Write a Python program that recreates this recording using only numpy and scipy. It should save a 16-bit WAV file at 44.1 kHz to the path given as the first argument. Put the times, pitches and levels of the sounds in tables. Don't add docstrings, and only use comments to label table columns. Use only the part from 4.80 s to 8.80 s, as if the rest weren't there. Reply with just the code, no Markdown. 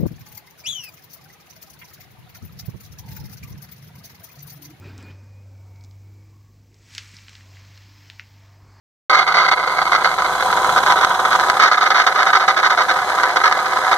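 import sys
import numpy as np
from scipy import signal
from scipy.io import wavfile

SR = 44100
rng = np.random.default_rng(int(sys.argv[2]) if len(sys.argv) > 2 else 0)


def master_out(mix):
    frames = np.transpose(np.atleast_2d(mix))
    ceiling = np.clip(frames, -1, 1)
    pcm = np.round(ceiling * 32767).astype(np.int16)
    wavfile.write(sys.argv[1], SR, pcm)


N = 176400
T = np.arange(N) / SR

# t/s, f/Hz, level/dB
HUM_TRACK = [(0.0, 97.1, -41.5), (0.33, 95.7, -42), (0.49, 99.2, -44), (0.58, 97.8, -42.5),
             (1.06, 96.9, -43), (1.29, 99.14, -43), (1.56, 100.5, -49), (1.96, 100.3, -54.5),
             (2.09, 98.4, -55), (2.16, 98.1, -48), (2.37, 98.3, -49.5), (2.49, 96.5, -51.5),
             (2.74, 96.3, -45.5), (3.17, 99.45, -50), (3.46, 96.8, -50.5), (3.49, 98.4, -53),
             (3.53, 98.8, -49), (4.0, 97.6, -50)]
# f/hum pitch, level/dB
SHAFT_PARTIALS = [(1 / 2, -20), (3 / 4, -25), (5 / 4, -26), (3 / 2, -24), (2, -33)]
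# t/s, level/dB
RUMBLE_ENVELOPE = [(0, -51.5), (.4, -56.5), (1.0, -56.5), (1.6, -59), (2.2, -60), (2.8, -59.5), (3.4, -63),
                   (3.76, -61), (3.84, -56), (3.92, -59.5), (4, -56.5)]
# f/Hz, level/dB
RUMBLE_BANDS = [(25, -16.5), (45, -1), (80, 1.5), (130, -1.5), (180, -4), (280, -5.5), (420, -13.5),
                (700, -20), (1500, -64)]
# t/s, length/s, f/Hz, wander/Hz, level/dB
FRAME_SWELLS = [(0, 1.14, 520, 39.5, -63), (0.45, 0.83, 710, 89.4, -65), (0.75, 0.4, 920, 30.3, -64),
                (1.3, 0.54, 1110, 50, -72), (1.2, 0.29, 420, 60.5, -63.5), (1.23, 0.38, 321, 4.04, -60),
                (1, 0.65, 810, 29, -75), (1.5, 0.33, 300, 3.92, -66.5), (1.4, 0.43, 1140, 35, -71),
                (2.3, 0.38, 1780, 59, -70), (2.5, .5, 1090, 111, -65.5), (2.5, 0.65, 600, 110, -66),
                (3, 0.42, 5200, 250, -61.5), (3, 0.36, 298, 4, -64), (4, 0.45, 288.6, 4, -66),
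                (3, 0.37, 1080, 81.4, -66), (3.5, .5, 700, 90, -65), (3.5, 0.62, 1100, 130, -67),
                (2, 0.51, 2240, 60, -61), (3.802, 0.55, 4483, 170, -63.5)]
# t/s, level/dB
WHIR_ENVELOPE = [(0, -55), (.4, -58.5), (.75, -65), (.97, -63.5), (1.15, -65.5), (1.45, -63.5), (1.7, -71),
                 (2.0, -67.5), (2.42, -64.5), (2.75, -60), (3.2, -61.5), (3.5, -60.5), (3.72, -58),
                 (3.85, -58.5), (4, -52)]
# f/Hz, level/dB
WHIR_BANDS = [(250, -16), (480, -9), (700, 0), (1000, 2.5), (1400, -2), (2200, -3.5), (3200, -20.5),
              (4800, -10.5), (7200, -20), (9000, -37), (16000, -50)]
# f/Hz, width/Hz, level/dB
FRAME_MODES = [(910, 38, -12), (1090, 55, -17), (2227, 130, -16.5), (5040, 220, -16.5)]
# t/s, f/Hz, level/dB, rub share/1
WHINE_TRACK = [(0, 2480, -72, 0.7), (.06, 2480, -48.5, 0.6), (.16, 2463, -67, 1), (.235, 2453, -56, 0.4),
               (.275, 2450, -51.5, 0), (.34, 2450, -64, 0.3), (.48, 2460, -71, 0.3), (.6, 2470, -67, 0.1),
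               (.69, 2413, -75, 0.74), (.78, 2276, -69, 0.7), (.87, 2243, -74, 0.79), (.97, 2245, -65, 0.7),
               (1.2, 2280, -75, 0.8), (1.45, 2292, -69.5, 0.74), (1.6, 2310, -92, 0.85)]
# t/s, level/dB
OPENING_RUSH_ENVELOPE = [(0, -53.5), (.055, -44), (.15, -48.5), (.23, -46), (.315, -48), (.345, -58),
                         (.5, -80.5)]
# f/Hz, level/dB
OPENING_RUSH_BANDS = [(40, -22), (120, 6.5), (200, 1), (290, 3), (400, -5.5), (520, -7), (700, -13.5),
                      (1500, -10.5), (2500, -15.5), (3500, -20), (4800, -20.5), (7200, -32), (9000, -45.5),
                      (15000, -34)]
# t/s, level/dB
HISS_ENVELOPE = [(0, -69), (.3, -72), (.34, -72.5), (.7, -71), (1.0, -69.5), (1.9, -73.5), (2.2, -70.5),
                 (2.9, -66.5), (3.35, -66.5), (3.55, -69), (4, -72.5)]
# f/Hz, level/dB
HISS_BANDS = [(500, -12), (2200, -6), (3400, -6), (5500, 5), (7200, 1), (9000, -13), (11400, -9),
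              (14400, 0)]
# f/Hz, level/dB
SIDE_BANDS = [(120, -20), (300, -0.5), (600, 5.5), (1200, -20.5), (3000, -11.5), (6000, -1.5),
              (9500, 1.5), (13000, 2.5), (15500, 2)]
# t/s, level/dB, low f/Hz, high f/Hz, relative crunch/dB, relative edge/dB
SNAP_EVENTS = [(.1795, -32, 3940, 8100, -6, -5), (0.227, -41.5, 4500, 8600, 2, -11),
               (.96, -51.5, 3500, 6500, -1, -16), (1.01, -47, 3494, 6530, -1, -16),
               (1.039, -39.5, 4030, 7650, -6, -12), (1.047, -41, 3480, 7000, -2, -8),
               (1.111, -44, 3330, 6140, -1.5, -16), (1.943, -46, 3430, 7200, 1, -16),
               (2.1502, -24.5, 2200, 6694, 1, -11), (2.1808, -12, 2080, 5760, -4, -16),
               (2.182, -18.5, 1410, 3480, -10, -8), (2.343, -36, 1998, 8000, 1, -4),
               (2.3675, -33.5, 3800, 6000, -1, -20), (2.386, -38, 2190, 3780, 1, -24),
               (2.483, -32, 1190, 4273, 1, -12), (2.494, -32, 1292, 6000, 1, -18),
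               (2.532, -35, 1800, 5980, -10, -14), (2.553, -30.5, 1600, 5200, -0.5, -16),
               (2.608, -40.5, 1520, 3004, -1, -26), (2.769, -40, 1700, 2900, 0, -24),
               (2.976, -33.5, 1700, 5600, -1, -20), (3.267, -43.5, 3000, 4600, -3, -24),
               (3.3, -24, 1548, 4100, -10, -24), (3.3005, -37, 3500, 8160, -7, -18),
               (3.396, -20.5, 1500, 2750, -24, -36), (3.396, -33.5, 3935, 5600, -13, -24),
               (3.403, -39, 2200, 5400, 2, -24), (3.405, -37, 1790, 2790, -8, -30)]
# f/Hz, width/Hz, gain/dB
DRUM_RESONANCES = [(1960, 29, -4.5), (2717, 21, -2.5), (3050, 23, -15), (3310, 14, -6), (4220, 12, -11),
                   (4390, 14, -11), (5020, 80, -8.5), (5460, 60, -6)]
# t/s, level/dB
RUSTLE_ENVELOPE = [(1.88, -69), (1.97, -63.5), (2.06, -57), (2.15, -43), (2.22, -46), (2.3, -49),
                   (2.37, -48), (2.45, -52), (2.53, -50), (2.59, -51.5), (2.68, -55), (2.77, -50),
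                   (2.88, -52.5), (3.0, -51.5), (3.12, -55), (3.33, -52), (3.52, -58), (3.65, -57),
                   (3.8, -66.5)]
# f/Hz, level/dB
STRAW_BANDS = [(400, -33), (800, -12), (1200, -5.5), (1650, 0), (2300, 3.5), (3200, -4.5), (4200, -1),
               (5500, -0.5), (7200, -1.5), (9000, -17.5), (11400, -18.5), (14400, -21)]
# t/s, f/Hz, level/dB
KNOCK_EVENTS = [(2.338, 179.5, -40), (3.825, 65.2, -43), (3.875, 130.2, -45)]


def from_db(db):
    return 10 ** (np.asarray(db) / 20)


def unit_rms(x):
    return x / np.sqrt(np.mean(x ** 2) + 1e-20)


def tracks(rows):
    times_s, *columns = np.transpose(rows)
    return [np.interp(T, times_s, column) for column in columns]


def envelope(rows):
    return from_db(tracks(rows)[0])


def butter(x, hz, kind, order=2):
    return signal.sosfilt(signal.butter(order, hz, kind, fs=SR, output="sos"), x + 1e-18)


def drift(rate_hz):
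    hop, settle = 40, 2000
    pole = np.exp(-2 * np.pi * hop * rate_hz / SR)
    white = rng.standard_normal(N // hop + settle + 2)
    slow = signal.lfilter([1], [1, -2 * pole, pole ** 2], white)[settle:]
    return np.interp(np.arange(N) / hop, np.arange(len(slow)), unit_rms(slow))


def resonate(x, hz, width_hz):
    r = np.exp(-np.pi * width_hz / SR)
    feedback = [1, -2 * r * np.cos(2 * np.pi * hz / SR), r * r]
    return signal.lfilter(np.array([1, 0, -1]) * (1 - r * r) / 2, feedback, x + 1e-18)


def band_noise(spectrum, flicker_db, flicker_hz):
    edges_hz = 25 * 2 ** (np.arange(29) / 3)
    hz, db = np.transpose(spectrum)
    out, white = 0, rng.standard_normal((2, N))
    for k, (low, high) in enumerate(zip(edges_hz, edges_hz[1:])):
        band_db = np.interp(np.log(low * high) / 2, np.log(hz), db, left=-np.inf)
        if np.isfinite(band_db):
            gain = from_db(band_db + flicker_db * drift(flicker_hz))
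            out += gain * butter(white[k % 2], [low, high], "band", order=3)
    return unit_rms(out)


def phase_rad(hz):
    return 2 * np.pi * (np.cumsum(hz * np.ones(N)) / SR + rng.random())


def narrow_noise(hz, width_hz):
    phase = phase_rad(hz)
    return drift(width_hz) * np.sin(phase) + drift(width_hz) * np.cos(phase)


def burst(size, t60_s):
    noise = rng.standard_normal(size) * from_db(-60 * np.arange(size) / SR / t60_s)
    return noise / np.linalg.norm(noise)


def motor(throb_depth=0.04, cycles_per_drum_turn=8):
    hz, db = tracks(HUM_TRACK)
    phase = phase_rad(hz)
    throb = 1 + throb_depth * np.sin(phase / cycles_per_drum_turn)
    hum = from_db(db) * throb * np.sin(phase)
    partials = sum(from_db(partial_db + 2 * drift(3.6)) * np.sin(ratio * phase_rad(hz))
                   for ratio, partial_db in SHAFT_PARTIALS)
    partial_gain = from_db(-46 + 0.054 * (db - db.max()))
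    return np.sqrt(2) * (hum + partial_gain * partials)


def frame():
    out = envelope(RUMBLE_ENVELOPE) * band_noise(RUMBLE_BANDS, flicker_db=2, flicker_hz=8)
    for start_s, length_s, hz, wander_hz, db in FRAME_SWELLS:
        swell = np.sin(np.pi * np.clip((T - start_s) / length_s, 0, 1))
        out += from_db(db) * swell * np.sin(phase_rad(hz + wander_hz * drift(wander_hz)))
    return out


def whir():
    ring = sum(from_db(db) * unit_rms(resonate(rng.standard_normal(N), hz, width_hz))
               for hz, width_hz, db in FRAME_MODES)
    rub = from_db(-5) * band_noise(WHIR_BANDS, flicker_db=2.5, flicker_hz=4)
    return envelope(WHIR_ENVELOPE) * (rub + butter(ring, 6900, "low", order=4))


def belt_whine(wander_hz=24.6):
    hz, db, rub_share = tracks(WHINE_TRACK)
    tone = np.sin(phase_rad(hz + wander_hz * drift(wander_hz)))
    rub = narrow_noise(hz, width_hz=150)
    return from_db(db) * (np.sqrt(2 * (1 - rub_share)) * tone + np.sqrt(rub_share) * rub)


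def opening_rush():
    gain = envelope(OPENING_RUSH_ENVELOPE) * from_db(0.51 * drift(35))
    return gain * band_noise(OPENING_RUSH_BANDS, flicker_db=3, flicker_hz=19)


def hiss(whistle_hz=14950, fade_s=0.33):
    fade = np.clip(1 - (T / fade_s) ** 2, 0, 1)
    whistle = from_db(-71.5) * fade * narrow_noise(whistle_hz, width_hz=90)
    side = from_db(-82.5) * band_noise(SIDE_BANDS, flicker_db=-1, flicker_hz=11)
    mid = envelope(HISS_ENVELOPE) * band_noise(HISS_BANDS, flicker_db=0.8, flicker_hz=12)
    return whistle + mid + np.array([side, -side])


def snaps(scatter_db=-8):
    out, size = np.zeros(N + SR), SR // 4
    click = signal.unit_impulse(size)
    for start_s, db, low_hz, high_hz, crunch_db, edge_db in SNAP_EVENTS:
        pulse = butter(click, [low_hz, high_hz], "band", order=3)
        pulse = butter(pulse, 820, "high", order=3)
        pulse = butter(pulse, 10350, "low", order=4)
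        crunch = from_db(crunch_db) * burst(size, t60_s=0.02)
        scatter = from_db(scatter_db) * burst(size, t60_s=0.16)
        body = signal.fftconvolve(pulse / np.abs(pulse).max(), click + crunch + scatter)[:size]
        edge = from_db(edge_db) * butter(click, 8500, "high", order=4)
        start = int(start_s * SR)
        out[start:start + size] += from_db(db) * (body + edge)
    return out[:N]


def drum_ring(x):
    return x + sum(from_db(db) * resonate(x, hz, width_hz) for hz, width_hz, db in DRUM_RESONANCES)


def straw(crackles_per_s=500, spread_db=1.5):
    sizes = from_db(spread_db * np.minimum(rng.exponential(1, N), 4))
    signs = rng.choice([-1, 1], N)
    hits = rng.random(N) < crackles_per_s / SR
    crackles = butter(sizes * signs * hits, [1500, 6000], "band")
    crackles = butter(crackles, 7500, "low", order=6)
    friction = band_noise(STRAW_BANDS, flicker_db=2, flicker_hz=51)
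    return from_db(-2.5) * friction + from_db(-7.5) * unit_rms(crackles)


def rustle(dull_hz=5860, dull_span_s=(1.93, 2.85)):
    far_share = np.interp(T, dull_span_s, [0, 1])
    far = from_db(-0.28) * butter(straw(), dull_hz, "low", order=4)
    return envelope(RUSTLE_ENVELOPE) * (np.sqrt(1 - far_share) * straw() + np.sqrt(far_share) * far)


def knocks(t60_s=0.051):
    out = np.zeros(N)
    for start_s, hz, db in KNOCK_EVENTS:
        age_s = np.maximum(T - start_s, 0)
        out += from_db(db - 60 * age_s / t60_s) * np.sin(2 * np.pi * hz * age_s)
    return out


def scene():
    centre = motor() + frame() + whir() + belt_whine() + opening_rush() + knocks()
    return centre + drum_ring(from_db(-1) * rustle() + snaps()) + hiss()


def record(dry):
    lowpass = signal.ellip(10, 0.2, 70, 15900, fs=SR, output="sos")
    return signal.sosfilt(lowpass, butter(dry, 32, "high"))


dry = scene()
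out = record(dry)
master_out(out)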